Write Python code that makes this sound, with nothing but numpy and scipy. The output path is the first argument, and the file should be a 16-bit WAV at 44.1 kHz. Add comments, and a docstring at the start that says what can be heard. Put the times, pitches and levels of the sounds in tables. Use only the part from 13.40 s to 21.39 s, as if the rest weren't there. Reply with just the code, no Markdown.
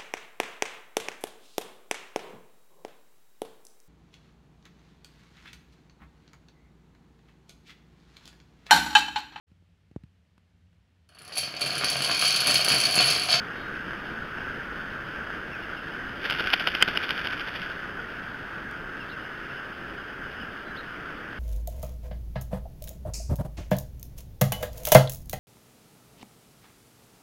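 """An eagle stands up on its stick nest and shakes out its feathers in steady rain and wind.
Its body twists about fourteen times a second: feathers rub and swish, stiff quills clatter and the wings
thump, right beside a small outdoor microphone. Raindrops tap on the microphone's housing, and a songbird
twitters far off. The sound is sampled at a telephone rate, which mirrors its treble upwards."""
import sys
import numpy as np
from scipy import signal
from scipy.fft import rfft, irfft
from scipy.io import wavfile
from scipy.ndimage import uniform_filter1d

SR = 44100
rng = np.random.default_rng(int(sys.argv[2]) if len(sys.argv) > 2 else 0)


def store_wav(level_fs):
    """Save 16-bit WAV to argv[1]."""
    pcm = np.round(np.clip(np.atleast_2d(level_fs), -1, 1) * 32767)
    wavfile.write(sys.argv[1], SR, pcm.T.astype(np.int16))


N = 352359

# how loud the weather is; the rain eases a little halfway through: t/s, rain level/dB, wind level/dB
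WEATHER_LEVELS = [(0, -37.6, -42), (2.6, -38, -43), (4.0, -38, -42.5), (5.2, -39.5, -44),
                  (7.99, -40, -43.5)]
# how hard the eagle shakes; it starts quickly and slowly runs down: t/s, level/dB
SHAKE_EFFORT = [(2.72, -58), (2.85, -34.8), (3.05, -36), (3.2, -34.5), (3.5, -37), (3.85, -37),
                (4.08, -43.5), (4.16, -39), (4.45, -54)]


def gain_of(db):
    """Turns decibels into a number to multiply by."""
    return 10 ** (np.asarray(db) / 20)


def unit_level(x):
    """Scales a signal so that its average level (rms) is 1."""
    return x / np.sqrt(np.mean(x ** 2) + 1e-20)


def level_at(spectrum, hz):
    """Reads a spectrum's level at hz, with every octave equally wide."""
    known_hz, db = np.transpose(spectrum)
    return np.interp(np.log(hz + 1), np.log(known_hz + 1), db)


def follow(rows, t, column=1):
    """Reads one column of a table at the times t, along straight lines between the rows."""
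    columns = np.transpose(rows)
    return np.interp(t, columns[0], columns[column])


def add(mix, start_s, sound):
    """Mixes a sound in at the given time."""
    part = mix[max(round(start_s * SR), 0):][:len(sound)]
    part += sound[:len(part)]


def colour(x, spectrum, size=2048):
    """Filters x with a spectrum; nothing rings ahead of a click, so clicks stay sharp."""
    hz = abs(np.fft.fftfreq(size, 1 / SR))
    log_gain = np.log(gain_of(np.maximum(level_at(spectrum, hz), -90)))
    taps = np.fft.ifft(np.exp(np.conj(signal.hilbert(log_gain)))).real
    return signal.oaconvolve(x, taps[:size // 2])[:N]


def ring(tones, tilt_db=0, stretch=1):
    """A ring made of a few dying tones; tilt_db brightens them, stretch raises their pitch."""
    t = np.arange(1024) / SR
    x = np.zeros(len(t))
    for hz, db, fade_s in tones:
        level = gain_of(db + tilt_db * np.log2(hz / 1000) - 60 * t / fade_s)
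        x += level * np.sin(2 * np.pi * hz * stretch * t)
    return x / abs(x).max()


def clicks(per_s, spread_db):
    """Random clicks, mostly small and a few large."""
    size = gain_of(spread_db * np.minimum(rng.exponential(1, N), 4))
    return size * rng.choice([-1, 1], N) * (rng.random(N) < per_s / SR)


def rushing_air(low_hz, high_hz):
    """Steady noise between two frequencies."""
    band = signal.butter(2, [low_hz, high_hz], "band", fs=SR, output="sos")
    return unit_level(signal.sosfilt(band, rng.standard_normal(N)))


def wind_and_rain(patchy_db=1.16, gust_db=1.0, split_hz=750, size=1024):
    """Low gusty wind and the hiss of rain, each slowly changing in loudness."""
    # rain and wind, coloured by the microphone housing: f/Hz, level/dB
    weather_spectrum = [(12, -31), (20, -1), (44, -3.5), (86, -8), (174, -4), (232, -4.5), (368, -5.5),
                        (779, -12.5), (1040, -12.5), (1510, 2), (1610, 0), (1970, -10), (2300, -14.5),
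                        (3060, -15), (3900, -23.5), (5070, -61), (8580, -120)]
    hop, hz = size // 4, np.fft.rfftfreq(size, 1 / SR)
    # noise is built on a grid of time (rows) and frequency (columns)
    real, imaginary, patches, gusts = rng.standard_normal((4, N // hop + 5, len(hz)))
    patches = uniform_filter1d(patches, size=10, axis=0)
    patches = unit_level(uniform_filter1d(patches, size=12, axis=1))
    gusts = unit_level(uniform_filter1d(gusts[:, :1], size=24, axis=0))
    db = level_at(weather_spectrum, hz) + patchy_db * patches - gust_db * gusts / (1 + (hz / 90) ** 2)
    grid = (real + 1j * imaginary) * gain_of(db)
    noise = signal.istft(grid.T, nperseg=size, noverlap=size - hop)[1][:N]
    spectrum, t = rfft(noise), np.arange(N) / SR
    wind_share = 1 / (1 + (np.fft.rfftfreq(N, 1 / SR) / split_hz) ** 4)
    wind = unit_level(irfft(spectrum * wind_share, N))
    rain = unit_level(irfft(spectrum * (1 - wind_share), N))
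    return gain_of(follow(WEATHER_LEVELS, t, column=2)) * wind + gain_of(follow(WEATHER_LEVELS, t)) * rain


def raindrops(below_rain_db=7):
    """Nearby drops patter and make the housing ring; a few larger ones stand out."""
    # one drop heard through the housing: f/Hz, level/dB, time to fade by 60 dB/s
    housing_tones = [(1550, -5.5, 0.011), (2870, -16, 0.0033)]
    # larger drops close by: t/s, peak level/dB
    large_drops = [(0.508, -20), (.533, -25), (1.760, -23), (1.903, -23), (1.939, -24), (4.945, -26.5),
                   (7.705, -24), (7.930, -24)]
    tap = ring(housing_tones)
    patter = signal.oaconvolve(clicks(per_s=260, spread_db=2.5), tap)[:N]
    out = gain_of(follow(WEATHER_LEVELS, np.arange(N) / SR) - below_rain_db) * unit_level(patter)
    for start, db in large_drops:
        add(out, start, gain_of(db) * tap)
    return out


def bird_note(pitch, db, waver=0.013):
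    """One soft-edged, slightly wavering whistle; pitch has rows of t/s, f/Hz."""
    length_s = pitch[-1][0]
    t = np.arange(0, length_s, 1 / SR)
    wobble = unit_level(uniform_filter1d(rng.standard_normal(SR // 4), size=40))[:len(t)]
    hz = follow(pitch, t) * (1 + waver * wobble)
    swell = np.sin(np.pi * (t / length_s) ** .8) ** 0.66
    return gain_of(db) * swell * np.sin(2 * np.pi * np.cumsum(hz) / SR)


def songbird(note_s=.045, fall_hz=360, twitter_per_s=16, echo_s=0.23, echo_db=-6):
    """A far songbird sings falling notes, calls, whistles and a faint twitter; the trees echo them."""
    # its usual short, husky note, sliding down: t/s, starting f/Hz, level/dB
    falling_notes = [(2.12, 2770, -42.5), (2.22, 2900, -47), (2.36, 2930, -46), (5.597, 2870, -44),
                     (5.715, 2890, -46), (6.085, 2870, -47), (6.155, 3150, -46.5), (6.996, 3130, -44)]
    # its sharp calls: t/s, level/dB
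    sharp_calls = [(5.685, -44), (7.358, -41)]
    # a call sweeps up, then settles on one pitch: t/s from its start, f/Hz
    call_pitch = [(0, 2840), (.022, 4080), (.029, 3840), (.06, 3820)]
    # its thin, steady whistles: t/s, length/s, f/Hz, level/dB
    whistles = [(.14, 0.17, 3775, -51), (7.257, .075, 3980, -52.5)]
    # stretches of faint twittering: start t/s, end t/s
    twitter_spans = [(2.2, 2.7), (5.75, 7.0)]
    song = np.zeros(N)
    for start, hz, db in falling_notes:
        add(song, start, bird_note([(0, hz), (note_s, hz - fall_hz)], db, waver=0.021))
    for start, db in sharp_calls:
        add(song, start, bird_note(call_pitch, db))
    for start, length, hz, db in whistles:
        add(song, start, bird_note([(0, hz), (length, hz)], db, waver=0.0075))
    t = np.arange(SR // 2) / SR
    trees = rng.standard_normal(len(t)) * gain_of(-60 * t / echo_s)
    for start, end in twitter_spans:
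        for beat in np.arange(start, end, 1 / twitter_per_s):
            first_hz, last_hz = 2944 + 280 * rng.uniform(-1.005, 1, 2)
            late_s = rng.random() / twitter_per_s
            add(song, beat + late_s, bird_note([(0, first_hz), (note_s, last_hz)], db=-52.5))
    echo = signal.oaconvolve(song, trees / np.linalg.norm(trees))[:N]
    return song + gain_of(echo_db) * echo


def shake_strength():
    """How hard the eagle shakes at each moment; zero before and after the shake."""
    t = np.arange(N) / SR
    shaking = (t > SHAKE_EFFORT[0][0]) & (t < SHAKE_EFFORT[-1][0])
    return gain_of(follow(SHAKE_EFFORT, t)) * shaking


def feathers(swish_db=7.5, way_back_db=-1.5, uneven_db=0.65, push_db=-12.5):
    """Feather strands slip over each other in tiny clicks; each twist adds a swish and a push of air."""
    # feathers rubbing: f/Hz, level/dB
    rubbing_spectrum = [(100, -23), (450, -14), (850, -11), (1200, -10), (1520, 8.5), (1800, -0.5),
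                        (2250, -2), (2460, 1), (2700, -4), (2930, -0.5), (3250, -2), (3550, -2.5),
                        (3900, -12), (4500, -22.5)]
    first_twist_s, gap_s, slowing_s = 2.857, .0688, .00038  # each gap is slowing_s longer than the last
    effort, twists = shake_strength(), np.zeros(N)
    swell = signal.windows.gaussian(SR // 10, .010 * SR / np.sqrt(2))
    for k, chance in enumerate(rng.standard_normal(21)):
        middle_s = first_twist_s + k * (gap_s + slowing_s * k / 2)
        strength = gain_of(swish_db + way_back_db * (k % 2) + uneven_db * chance)
        add(twists, middle_s - .05, strength ** 2 * swell)  # the swell peaks .05 s in
    slips = unit_level(clicks(per_s=1700, spread_db=3.0))
    swish = colour(slips * effort * np.sqrt(1 + twists), rubbing_spectrum)
    swish /= np.std(colour(slips, rubbing_spectrum))
    push = rushing_air(low_hz=280, high_hz=850) * effort * np.sqrt(twists)
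    return swish + gain_of(push_db) * push


def quill_click(tilt_db, stretch, contact_s=0.00014):
    """The click of a quill (a feather's stiff shaft), ringing in the microphone's housing and inlet."""
    # tones of the housing and its inlet tube: f/Hz, level/dB, time to fade by 60 dB/s
    housing_click_tones = [(520, -24, 0.0031), (1520, -5, 0.024), (2146, 0.5, 0.0061), (2525, 0.5, 0.0055),
                           (2920, 6, 0.0057), (3650, -2, 0.0027)]
    click = ring(housing_click_tones, tilt_db, stretch)
    t = np.arange(len(click)) / SR
    click *= 1 - np.exp(-(t / contact_s) ** 2)  # the contact takes a moment to build up
    return click / abs(click).max()


def small_quills(boost_db=10.5):
    """Smaller quills tick at random for as long as the eagle shakes."""
    hits = gain_of(boost_db) * shake_strength() * clicks(per_s=41, spread_db=1.5)
    return signal.oaconvolve(hits, quill_click(tilt_db=0, stretch=0.96))[:N]


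def quill_snaps(detune=.02, bounces=3, gap_s=.0015, bounce_db=-9, fade_db_per_s=1500):
    """Quills snap against each other and against twigs, then chatter in quick, fading bounces."""
    # the loudest snaps: t/s, peak level/dB, brightness/(dB per octave)
    snaps = [(2.8989, -8.5, -10), (2.9091, -10.5, 0), (2.9236, -15, -2), (3.0060, -12, -8),
             (3.0717, -10.5, -9), (3.1023, -14, 0), (3.1333, -5.5, 6), (3.137, -1.5, 9), (3.1382, -1.5, 4),
             (3.197, -15, 0), (3.2721, -4, -2), (3.2854, -19, -2), (3.3505, -9, -5), (3.4135, -14, -8),
             (3.4246, 6, 3.5), (3.4780, -11.5, -14), (3.4854, -12, -12), (3.5730, -6, 4),
             (3.6917, -13.5, 1), (3.7068, -11.5, -1), (3.8715, -12.5, 4), (3.9962, -21, -12),
             (4.0080, -22, -15), (4.2178, -21.5, 3)]
    out = np.zeros(N)
    for start, db, tilt_db in snaps:
        snap = gain_of(db) * quill_click(tilt_db, stretch=1 + detune * rng.uniform(-1, 1))
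        add(out, start, snap)
        delays = np.cumsum(gap_s * rng.uniform(.5, 1.5, bounces))
        signs = np.sign(rng.uniform(-1, 1, bounces))
        for delay, sign in zip(delays, signs):
            add(out, start + delay, sign * gain_of(bounce_db - fade_db_per_s * delay) * snap)
    return out


def wing_thumps(rise_s=.003):
    """The wings hit the body and squeeze out dull puffs of air."""
    # thumps on the hardest twists: t/s, level/dB
    thumps = [(3.003, -27), (3.134, -27), (3.272, -32), (3.348, -34), (3.424, -30), (3.483, -35.5),
              (3.571, -34.5)]
    t = np.arange(SR // 10) / SR
    puff = t / rise_s * np.exp(1 - t / rise_s)
    level = np.zeros(N)
    for start, db in thumps:
        add(level, start, gain_of(db) * puff)
    return level * rushing_air(low_hz=170, high_hz=1100)


def scene():
    """The weather, the shaking eagle and the far songbird, in one channel."""
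    weather = wind_and_rain() + raindrops()
    eagle = feathers() + wing_thumps() + quill_snaps() + small_quills()
    return (weather + eagle + songbird())[None]


def record(dry, band_hz=3950, sampling_hz=8000, hiss_db=-69.5, ceiling=0.65, top_hz=16000):
    """Slow sampling mirrors the treble upwards; ticks and hiss join in, and loud peaks are cut flat."""
    # the converter's smoothing, which lets some mirrored treble through: f/Hz, level/dB
    smoothing = [(3200, 0), (4000, -6.5), (4500, -8.5), (5000, -12), (6000, -27.5), (7000, -48),
                 (9500, -45), (11000, -27.5), (13000, -30.5), (15000, -53)]
    # thin ticks: t/s, peak level/dB
    ticks = [(2.905, -21), (5.313, -32)]
    narrow = signal.sosfilt(signal.butter(10, band_hz, fs=SR, output="sos"), dry[0])
    phase = 2 * np.pi * sampling_hz * np.arange(N) / SR
    # copies appear on both sides of the sampling rate and of twice that rate
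    mirrored = narrow * (1 + 2 * np.cos(phase) + 2 * np.cos(2 * phase))
    smooth = colour(mirrored, smoothing)
    for start, db in ticks:
        add(smooth, start, gain_of(db) * np.exp(-np.arange(20) / 2))
    hiss = gain_of(hiss_db) * rng.standard_normal(N)
    clipped = np.clip(smooth + hiss, -ceiling, ceiling)
    treble_cut = signal.firwin(127, top_hz, window=("kaiser", 9), fs=SR)
    return signal.oaconvolve(clipped, treble_cut, "same")[None]


dry = scene()
out = record(dry)
store_wav(out)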